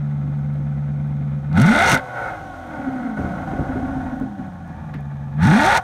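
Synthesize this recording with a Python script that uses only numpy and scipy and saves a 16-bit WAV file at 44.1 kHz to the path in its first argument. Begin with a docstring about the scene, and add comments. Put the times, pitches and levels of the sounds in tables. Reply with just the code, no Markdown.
"""A low idling hum leaps into a hard rev, cracks and burbles back down to idle, then revs again.
It is an eight-cylinder sports car on open tarmac, heard from behind its tailpipes. Each firing pushes
out a pulse of gas: the pulses make the note, ring the silencer and pipes, and steepen into hiss under
load. Unburnt fuel pops on the overrun, when the engine coasts with the throttle shut.
The listener steps back a little; a limiter holds the loudest moments."""
import sys
import numpy as np
from scipy import signal
from scipy.io import wavfile
from scipy.ndimage import uniform_filter1d, minimum_filter1d

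SR = 44100
rng = np.random.default_rng(int(sys.argv[2]) if len(sys.argv) > 2 else 0)


def store_pcm(level_fs):
    """Save levels as 16-bit WAV."""
    pcm = np.round(np.clip(level_fs, -1, 1) * 32767).astype(np.int16)
    wavfile.write(sys.argv[1], SR, np.atleast_2d(pcm).T)


N = 257103
T = np.arange(N) / SR
IDLE_HZ = 72.25  # firings per second

# how each firing of one engine cycle departs from the mean pulse: (offset [relative])
CYLINDER_OFFSETS = [0.92, 1, -0.27, 0.0057, 0.34, 0.08, -1, -0.27]
# blips of the throttle: (opens [s], is shut [s], closing takes [s])
THROTTLE_BLIPS = [(1.507, 2.015, .09), (5.362, 5.805, 0.033)]


def amp(db):
    """Decibels to gain."""
    return 10 ** (np.asarray(db) / 20)


def running_rms(x, seconds):
    """The smoothed level of x."""
    size = int(seconds * SR)
    return np.sqrt(abs(uniform_filter1d(uniform_filter1d(x * x, size), size)) + 1e-14)


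def steady(x, seconds=0.032):
    """Scales x to a running rms of 1."""
    return x / running_rms(x, seconds)


def band(x, lo_hz, hi_hz, order=2):
    """Band-pass filter."""
    edges_hz = [max(lo_hz, 5), min(hi_hz, SR / 2 - 100)]
    return signal.sosfilt(signal.butter(order, edges_hz, "band", fs=SR, output="sos"), x)


def ring(x, hz, width):
    """One resonance with steep skirts."""
    return band(x, hz - width / 2, hz + width / 2)


def colour(x, points):
    """Minimum-phase EQ through (frequency [Hz], gain [dB]) points: it rings only after each impulse."""
    hz, db = np.transpose(points)
    bins_hz = abs(np.fft.fftfreq(2048, 1 / SR))
    log_gain = np.log(amp(np.interp(np.log(bins_hz + 1), np.log(hz + 1), db)))
    taps = np.fft.ifft(np.exp(np.conj(signal.hilbert(log_gain)))).real
    return signal.oaconvolve(x, taps[:len(taps) // 2])[:N]


def response(points, hz):
    """Reads (frequency [Hz], gain [dB]) points on a log-frequency axis."""
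    points_hz, db = np.transpose(points)
    return np.interp(np.log(hz), np.log(points_hz), db)


def wander(per_s):
    """A random drift of about unit size."""
    return np.interp(T * per_s, np.arange(4000), rng.standard_normal(4000))


def gate(start, end, rise_s, fall_s):
    """Rises from start, holds at 1 until end, then falls."""
    return np.clip((T - start) / rise_s, 0, 1) * np.clip(1 - (T - end) / fall_s, 0, 1)


def add(mix, s, sound):
    """Mixes a sound in at time s."""
    part = mix[max(round(s * SR), 0):][:len(sound)]
    part += sound[:len(part)]


def bursts(events, lo_hz, hi_hz, rise_s, decay_s, gain_db):
    """A short dying burst of band noise for each event, peaking at its level plus gain_db."""
    out, t = np.zeros(N), T[:4096]
    for s, db in events:
        burst = rng.standard_normal(len(t)) * (1 - np.exp(-t / rise_s)) * np.exp(-t / decay_s)
        burst = band(band(burst, lo_hz, hi_hz, order=1), lo_hz / 2, 2 * hi_hz)
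        add(out, s, amp(db + gain_db) * burst / abs(burst).max())
    return out


def stepped_back():
    """The listener's place, from 0 (close) to 1 (farther back)."""
    return np.interp(T, (3.4, 4.85), [0, 1])


def sag_db():
    """The low end dips before each rev."""
    # dips: (start [s], end [s], gain [dB])
    dips = [(1.382, 1.453, -4.5), (4.477, 5.341, -5.5)]
    return sum(db * gate(start, end, .015, 0.016) for start, end, db in dips)


def firing_rate():
    """Firings per second: a climb on the throttle, then friction slows the engine until it idles."""
    # the climb of every rev: (time since opening [s], firing rate [Hz])
    climb = [(0, 72), (.04, 80), (.08, 97), (.12, 137), (.2, 223), (.28, 337), (.36, 450), (.42, 505),
             (.475, 528)]
    # the spin-down: (time since shutting [s], speed [share of the top speed])
    spin_down = [(0, 0.98), (.16, .885), (.52, .672), (.88, .506), (1.22, .368), (1.6, .303), (1.96, .25),
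                 (2.36, .183), (3.05, .132)]
    rate = IDLE_HZ - .3 * T  # the idle droops slightly
    for opens, shuts, _ in THROTTLE_BLIPS:
        revved_hz = np.interp(np.minimum(T, shuts) - opens, *np.transpose(climb), left=0)
        rate = np.maximum(rate, revved_hz * np.interp(T - shuts, *np.transpose(spin_down)))
    return rate


def blip(opens, shuts, closing_s, opening_s=0.07):
    """The throttle opens evenly, is held, eases off and then snaps shut."""
    closing = np.clip((T - shuts) / closing_s + 1, 0, 1)
    return np.clip((T - opens) / opening_s, 0, 1) * (1 - closing ** 2)


def driving(onset_s=0.034, coast_s=2.34, recover_s=0.65):
    """Throttle, overrun and raggedness of combustion, each 0-1."""
    # a little gas fed in on the way down: (start [s], end [s], throttle [0-1])
    feeds = [(1.973, 2.097, .08), (2.12, 2.289, .38), (2.688, 3.107, 0.2), (4.596, 4.946, 0.02)]
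    # spells of ragged combustion: (start [s], end [s], fade [s], depth [0-1])
    spells = [(1.596, 1.619, 0.013, .55), (1.853, 1.955, 0.01, 0.93), (3.156, 3.433, 0.088, 0.81),
              (3.462, 4.047, 0.34, 0.88), (4.37, 4.46, .05, 0.4), (4.664, 4.949, 0.036, 0.16),
              (5.412, 5.46, 0.033, 0.4), (5.633, 5.666, 0.017, 0.58), (5.744, 5.774, 0.039, 0.5)]
    throttle = sum(blip(*rev) for rev in THROTTLE_BLIPS)
    throttle += sum(share * gate(start, end, 0.062, 0.11) for start, end, share in feeds)
    overrun = sum(gate(shuts - onset_s, shuts + coast_s, onset_s, recover_s)
                  for _, shuts, _ in THROTTLE_BLIPS)
    ragged = sum(depth * gate(start, end, .022, fade) for start, end, fade, depth in spells)
    return np.clip([throttle, overrun, ragged], 0, 1)


def loudness(law, rate, throttle, overrun, ragged):
    """A layer's fader in dB, riding the state of the engine."""
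    idle, per_octave, load, coasting, burbling, crackling = law
    return (idle + per_octave * np.log2(rate / IDLE_HZ) + load * throttle + coasting * overrun
            + ragged * (burbling * (1 - throttle) + crackling * throttle))


def firings(phase, uneven, mean, pattern):
    """One pulse a firing: a mean push, the cylinder's own share and the luck of combustion."""
    at = np.flatnonzero(np.diff(np.floor(phase)))
    own = np.resize(CYLINDER_OFFSETS, len(at))
    luck = rng.standard_normal(2000)[:len(at)]
    pulses = np.zeros(N)
    pulses[at] = mean + pattern * (1 - uneven[at]) * own + uneven[at] * luck
    return pulses


def puffs(phase, length, between, scatter_db, cylinder_db):
    """Turbulence that flares with each firing and fades toward a steady flow between them."""
    strength = amp(scatter_db * rng.standard_normal(2000) + cylinder_db * np.resize(CYLINDER_OFFSETS, 2000))
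    flare = strength[phase.astype(int)] * np.exp(-(phase % 1) / length)
    return (between + flare) * rng.standard_normal(N)


def injectors(crank):
    """A faint high ticking, once for each turn of the crank."""
    clicks = np.diff(np.floor(crank), prepend=0) * amp(3 * wander(40))
    return amp(-85) * steady(ring(clicks, hz=6720, width=300), .3)


def ticks():
    """Faint stray ticks, perhaps of hot metal."""
    # ticks: (time [s], level [dB])
    hits = [(0.5372, -47), (0.7717, -61), (1.0749, -45), (1.516, -50), (4.1996, -38), (4.5381, -51),
            (4.6774, -43), (4.9439, -40), (5.0075, -43)]
    return bursts(hits, lo_hz=5500, hi_hz=15000, rise_s=.00005, decay_s=.0003, gain_db=-3.5)


def clack():
    """A clack as the idle returns, perhaps a flap in the exhaust."""
    # the clack: (time [s], level [dB])
    hits = [(4.938, -34)]
    return bursts(hits, lo_hz=1430, hi_hz=2140, rise_s=.001, decay_s=0.019, gain_db=1.5)


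def cracks(throttle, uneven):
    """Sharp cracks bark at the pipe mouths; ragged firing under load adds a bright snap."""
    # cracks: (time [s], level [dB])
    hits = [(1.5289, -28), (1.5998, -12), (1.6174, -12), (1.7894, -12), (1.8234, -9), (1.8964, -6),
            (1.9174, -6), (1.9274, -8), (1.9434, -9), (1.9514, -10), (1.9749, -13), (5.6344, -9),
            (5.7744, -7)]
    bark = bursts(hits, lo_hz=1500, hi_hz=3740, rise_s=.0001, decay_s=0.0017, gain_db=-7)
    snap = bursts(hits, lo_hz=5130, hi_hz=9900, rise_s=.0001, decay_s=0.001, gain_db=-5.5)
    return bark + throttle * uneven ** 2 * snap


def pops(boom_hz=260.5, boom_rise_s=0.017):
    """Unburnt fuel pops: a low thump, and a boom that swells and dies in the silencer box."""
    # pops: (time [s], thump level [dB], boom level [dB])
    hits = [(1.855, -16, -39), (1.913, -6.5, -27), (1.932, -14, -24), (2.408, -27, -53), (2.78, -24, -30.5),
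            (2.869, -17.5, -18), (2.955, -28, -40), (3.04, -40, -21.5), (3.188, -10, -24.5),
            (3.237, -13.5, -29), (3.529, -11.5, -25), (3.588, -8, -28), (3.689, -15, -20),
            (3.754, -12, -21.5), (3.824, -19.5, -18.5), (3.956, -18, -21), (4.038, -26, -22),
            (4.115, -26, -21), (4.206, -17, -18.5), (4.386, -31, -27), (4.945, -23, -38)]
    thumps = [hit[:2] for hit in hits]
    out = bursts(thumps, lo_hz=44.8, hi_hz=236, rise_s=.002, decay_s=0.029, gain_db=-5)
    t = T[:8192]
    swell = t / boom_rise_s * np.exp(1 - t / boom_rise_s)
    for s, _, boom_db in hits:
        add(out, s, amp(boom_db) * swell * np.sin(2 * np.pi * (boom_hz * t + rng.random())))
    return out


def hiss(phase, throttle, uneven, level_db):
    """Smooth flow noise when coasting; under load the firings steepen into spitting shock fronts."""
    # colour of the gas flow, coasting and under load: (frequency [Hz], gain [dB])
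    coast_eq = [(1880, -1), (3200, -1), (3680, -4), (4700, -13), (5550, -11.5), (6170, -9), (6810, -12),
                (7420, -17.5), (8590, -13.5), (9180, -15.5), (9940, -21.5), (12000, -20), (15600, -28)]
    load_eq = [(1650, -47.5), (2800, 7), (2990, -6), (3650, -3), (3870, -5.5), (4280, -3), (4830, -11),
               (5700, -6), (6310, -9.5), (7440, -14.5), (8650, -10), (9840, -18.5), (10800, -19.5),
               (15600, -32)]
    flow = colour(puffs(phase, length=.5, between=3, scatter_db=2, cylinder_db=.5), coast_eq)
    shocks = steady(firings(phase, uneven, mean=1.1, pattern=0.55))
    tearing = steady(puffs(phase, length=1.0, between=1.0, scatter_db=6.5, cylinder_db=0.0))
    pipe_tips = amp(3.5) * uneven ** 2 * ring(shocks, hz=6280, width=1000)  # rung by ragged firings
    spit = colour(tearing + amp(-9.5) * shocks + pipe_tips, load_eq)
    flow, spit = (steady(band(x, 3010, 26000, order=4)) for x in (flow, spit))
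    return amp(level_db) * (np.sqrt(1 - throttle ** 2) * flow + throttle * spit)


def rasp(phase, crank, throttle, uneven, overrun, level_db):
    """Pulse edges and puffs ring the tailpipes, brighter as the throttle opens."""
    # tailpipe resonances: (frequency [Hz], width [Hz], gain [dB], extra on the overrun [dB],
    # extra at full throttle [dB], extra from farther back [dB])
    pipe_modes = [(465, 203, -3, -6.5, -4, -3), (523, 24, 8.5, -11.5, -8.5, -7),
                  (581.6, 129.5, 1, 4.5, -1, -2), (662.6, 47, 1, 5, -0.5, 1), (746, 67, 4, 8, -0.5, 1),
                  (874, 67, 0.5, 1, 3.5, 5), (1100, 41, -4, 5, -2, 2.5), (1183, 43, -5, -5.5, 0, 4.5),
                  (1309, 63, 0, -0.5, 5, -5.5), (1459, 107, -2.5, 6.5, 10.5, -2),
                  (1720, 140, -8, 0, 5.5, 5), (1856, 99, -12, 2, 9.5, 3), (2090, 174, -10, 0, 11, -5.5),
                  (2387, 150, -14, -5, 4.5, 1.5), (3530, 600, -26, -11, 11.5, -1)]
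    stagger = 0.089 * uneven * throttle * wander(220)  # under load pulses arrive a little early or late
    edges = steady(firings(phase + stagger, uneven, mean=0.59, pattern=1.3))
    gas = steady(puffs(phase, length=0.89, between=0.57, scatter_db=0.0, cylinder_db=4.0))
    drive = edges + amp(13.5 - 9.9 * throttle) * uneven * gas  # ragged combustion is more turbulent
    farther = stepped_back()
    pipes = 0
    for hz, width, db, overrun_db, load_db, far_db in pipe_modes:
        gain = amp(db + overrun_db * overrun + load_db * throttle + far_db * farther)
        pipes += gain * ring(drive, hz, width)
    chuff = np.cos(2 * np.pi * crank) + .5 * np.cos(np.pi * crank)  # once a turn, every other one harder
    idle_chuff_db = 2.0 * (1 - throttle) * (1 - overrun) * chuff
    return amp(level_db + idle_chuff_db) * steady(pipes, 0.042)


def silencer(pulses, modes, overrun, rate, in_tune_db):
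    """The exhaust boxes ring; on the overrun a mode shifts by in_tune_db as the firing rate crosses it."""
    out = 0
    for hz, width, db, overrun_db in modes:
        in_tune = np.exp(-((rate - hz) / width) ** 2)
        out += amp(db + overrun * (overrun_db + in_tune_db * in_tune)) * ring(pulses, hz, width)
    return steady(out, 0.054)


def burble(phase, rate, uneven, overrun, thud_db, drone_db):
    """Differences between firings thud and drone in the silencer, filling in around the note."""
    # silencer resonances: (frequency [Hz], width [Hz], gain [dB], extra on the overrun [dB])
    thud_modes = [(50.3, 17, -7.5, 2.5), (89.8, 29, -0.5, -1), (140.7, 49, -2.5, 5.5)]
    drone_modes = [(212.5, 22.7, 4, -6), (264, 30.8, -8.5, 7), (303, 23, -16, 12.5),
                   (398, 120, -30.5, -0.5)]
    pulses = firings(phase, uneven, mean=0, pattern=0.81)
    thud = silencer(pulses, thud_modes, overrun, rate, in_tune_db=-7.0)
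    drone = silencer(pulses, drone_modes, overrun, rate, in_tune_db=-0.5)
    outrun_db = 16.5 * np.maximum(np.log2(rate / 255), 0)  # above 255 Hz the firings outrun the silencer
    return amp(thud_db) * thud + amp(drone_db - outrun_db + sag_db()) * drone


def note(phase, rate, throttle, overrun):
    """The firing tone and its octave sweep the exhaust's resonances: a hum at idle, torn under load."""
    # what the exhaust passes at full throttle and on the overrun: (frequency [Hz], level [dB])
    load_eq = [(72, -24), (92, -17), (144, -8.5), (175, -14), (215, -8), (270, -23.5), (340, -32),
               (450, -32.5), (560, -38), (680, -22), (770, -22), (950, -27.5), (1100, -51)]
    overrun_eq = [(72, -33), (85, -42.5), (105, -47), (130, -62), (185, -30), (240, -28.5), (268, -24.5),
                  (300, -41.5), (375, -57), (465, -37.5), (550, -77), (1000, -69)]
    # how the note changes from farther back: (frequency [Hz], gain [dB])
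    distance_eq = [(215, -0.5), (280, 1.5), (350, 10), (460, -3.5), (700, 3)]
    drive_db = 14.5 * (throttle - 1) + sag_db()

    def passed_db(hz):
        fired_db = (1 - overrun) * (response(load_eq, hz) + drive_db)
        return fired_db + overrun * response(overrun_eq, hz) + stepped_back() * response(distance_eq, hz)

    tone_db = passed_db(rate) + wander(25) + throttle * wander(120)
    octave_db = passed_db(2 * rate) - 5 * overrun + 0.28 * wander(3.3) + 1.3 * throttle * wander(130)
    tone = amp(tone_db) * np.sin(2 * np.pi * phase)
    octave = amp(octave_db) * np.sin(4 * np.pi * phase + 0.48 * throttle * wander(110))
    return np.sqrt(2) * (tone + octave)


def scene():
    """One engine speed drives the exhaust layers; pops, cracks, ticks and a clack land on top."""
    # layer faders: (idle level [dB], rise with speed [dB/octave], extra at full throttle [dB],
    # on the overrun [dB], when ragged off the throttle [dB], when ragged under load [dB])
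    thud_law = (-37, 0, 6.5, -3.5, 10.5, 4.5)
    drone_law = (-32.5, 2.5, 6, -7, 5, -8)
    rasp_law = (-44.5, 3.5, 21.5, 1, 9, -2)
    hiss_law = (-66, 3.5, 25, 0.5, 5, 6)
    rate = firing_rate()
    throttle, overrun, ragged = driving()
    uneven = np.clip(.43 + .08 * throttle - .16 * overrun + .52 * ragged, 0, 1)  # of the combustion
    flutter = .012 * uneven * wander(45) + .04 * throttle * wander(90)  # tears the harmonics under load
    phase = np.cumsum(rate * (1 + flutter)) / SR  # counts the firings
    crank = phase * 2 / len(CYLINDER_OFFSETS)  # two crank turns to a cycle
    thud_db, drone_db, rasp_db = (loudness(law, rate, throttle, overrun, ragged)
                                  for law in (thud_law, drone_law, rasp_law))
    hiss_db = loudness(hiss_law, rate, throttle ** 2, overrun, ragged)  # hiss needs a wide-open throttle
    mix = note(phase, rate, throttle, overrun)
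    mix += burble(phase, rate, uneven, overrun, thud_db, drone_db)
    mix += rasp(phase, crank, throttle, uneven, overrun, rasp_db)
    mix += hiss(phase, throttle, uneven, hiss_db)
    mix += injectors(crank) + ticks() + clack() + pops() + cracks(throttle, uneven)
    return mix[None]


def record(dry, rms_ceiling_db=-8.5, peak_ceiling_db=-5.8, top_hz=15800):
    """Gain control ducks the mix on the loudest notes; then a fast peak limiter and a low-pass."""
    held = dry * np.minimum(1, amp(rms_ceiling_db) / running_rms(dry, .014))
    peak_gain = np.minimum(1, amp(peak_ceiling_db) / (abs(held) + 1e-9))
    limited = held * uniform_filter1d(minimum_filter1d(peak_gain, size=61), size=61)
    low_pass = signal.firwin(511, top_hz, window=("kaiser", 9), fs=SR)
    return signal.oaconvolve(limited, low_pass[None], "same")


dry = scene()
out = record(dry)
store_pcm(out)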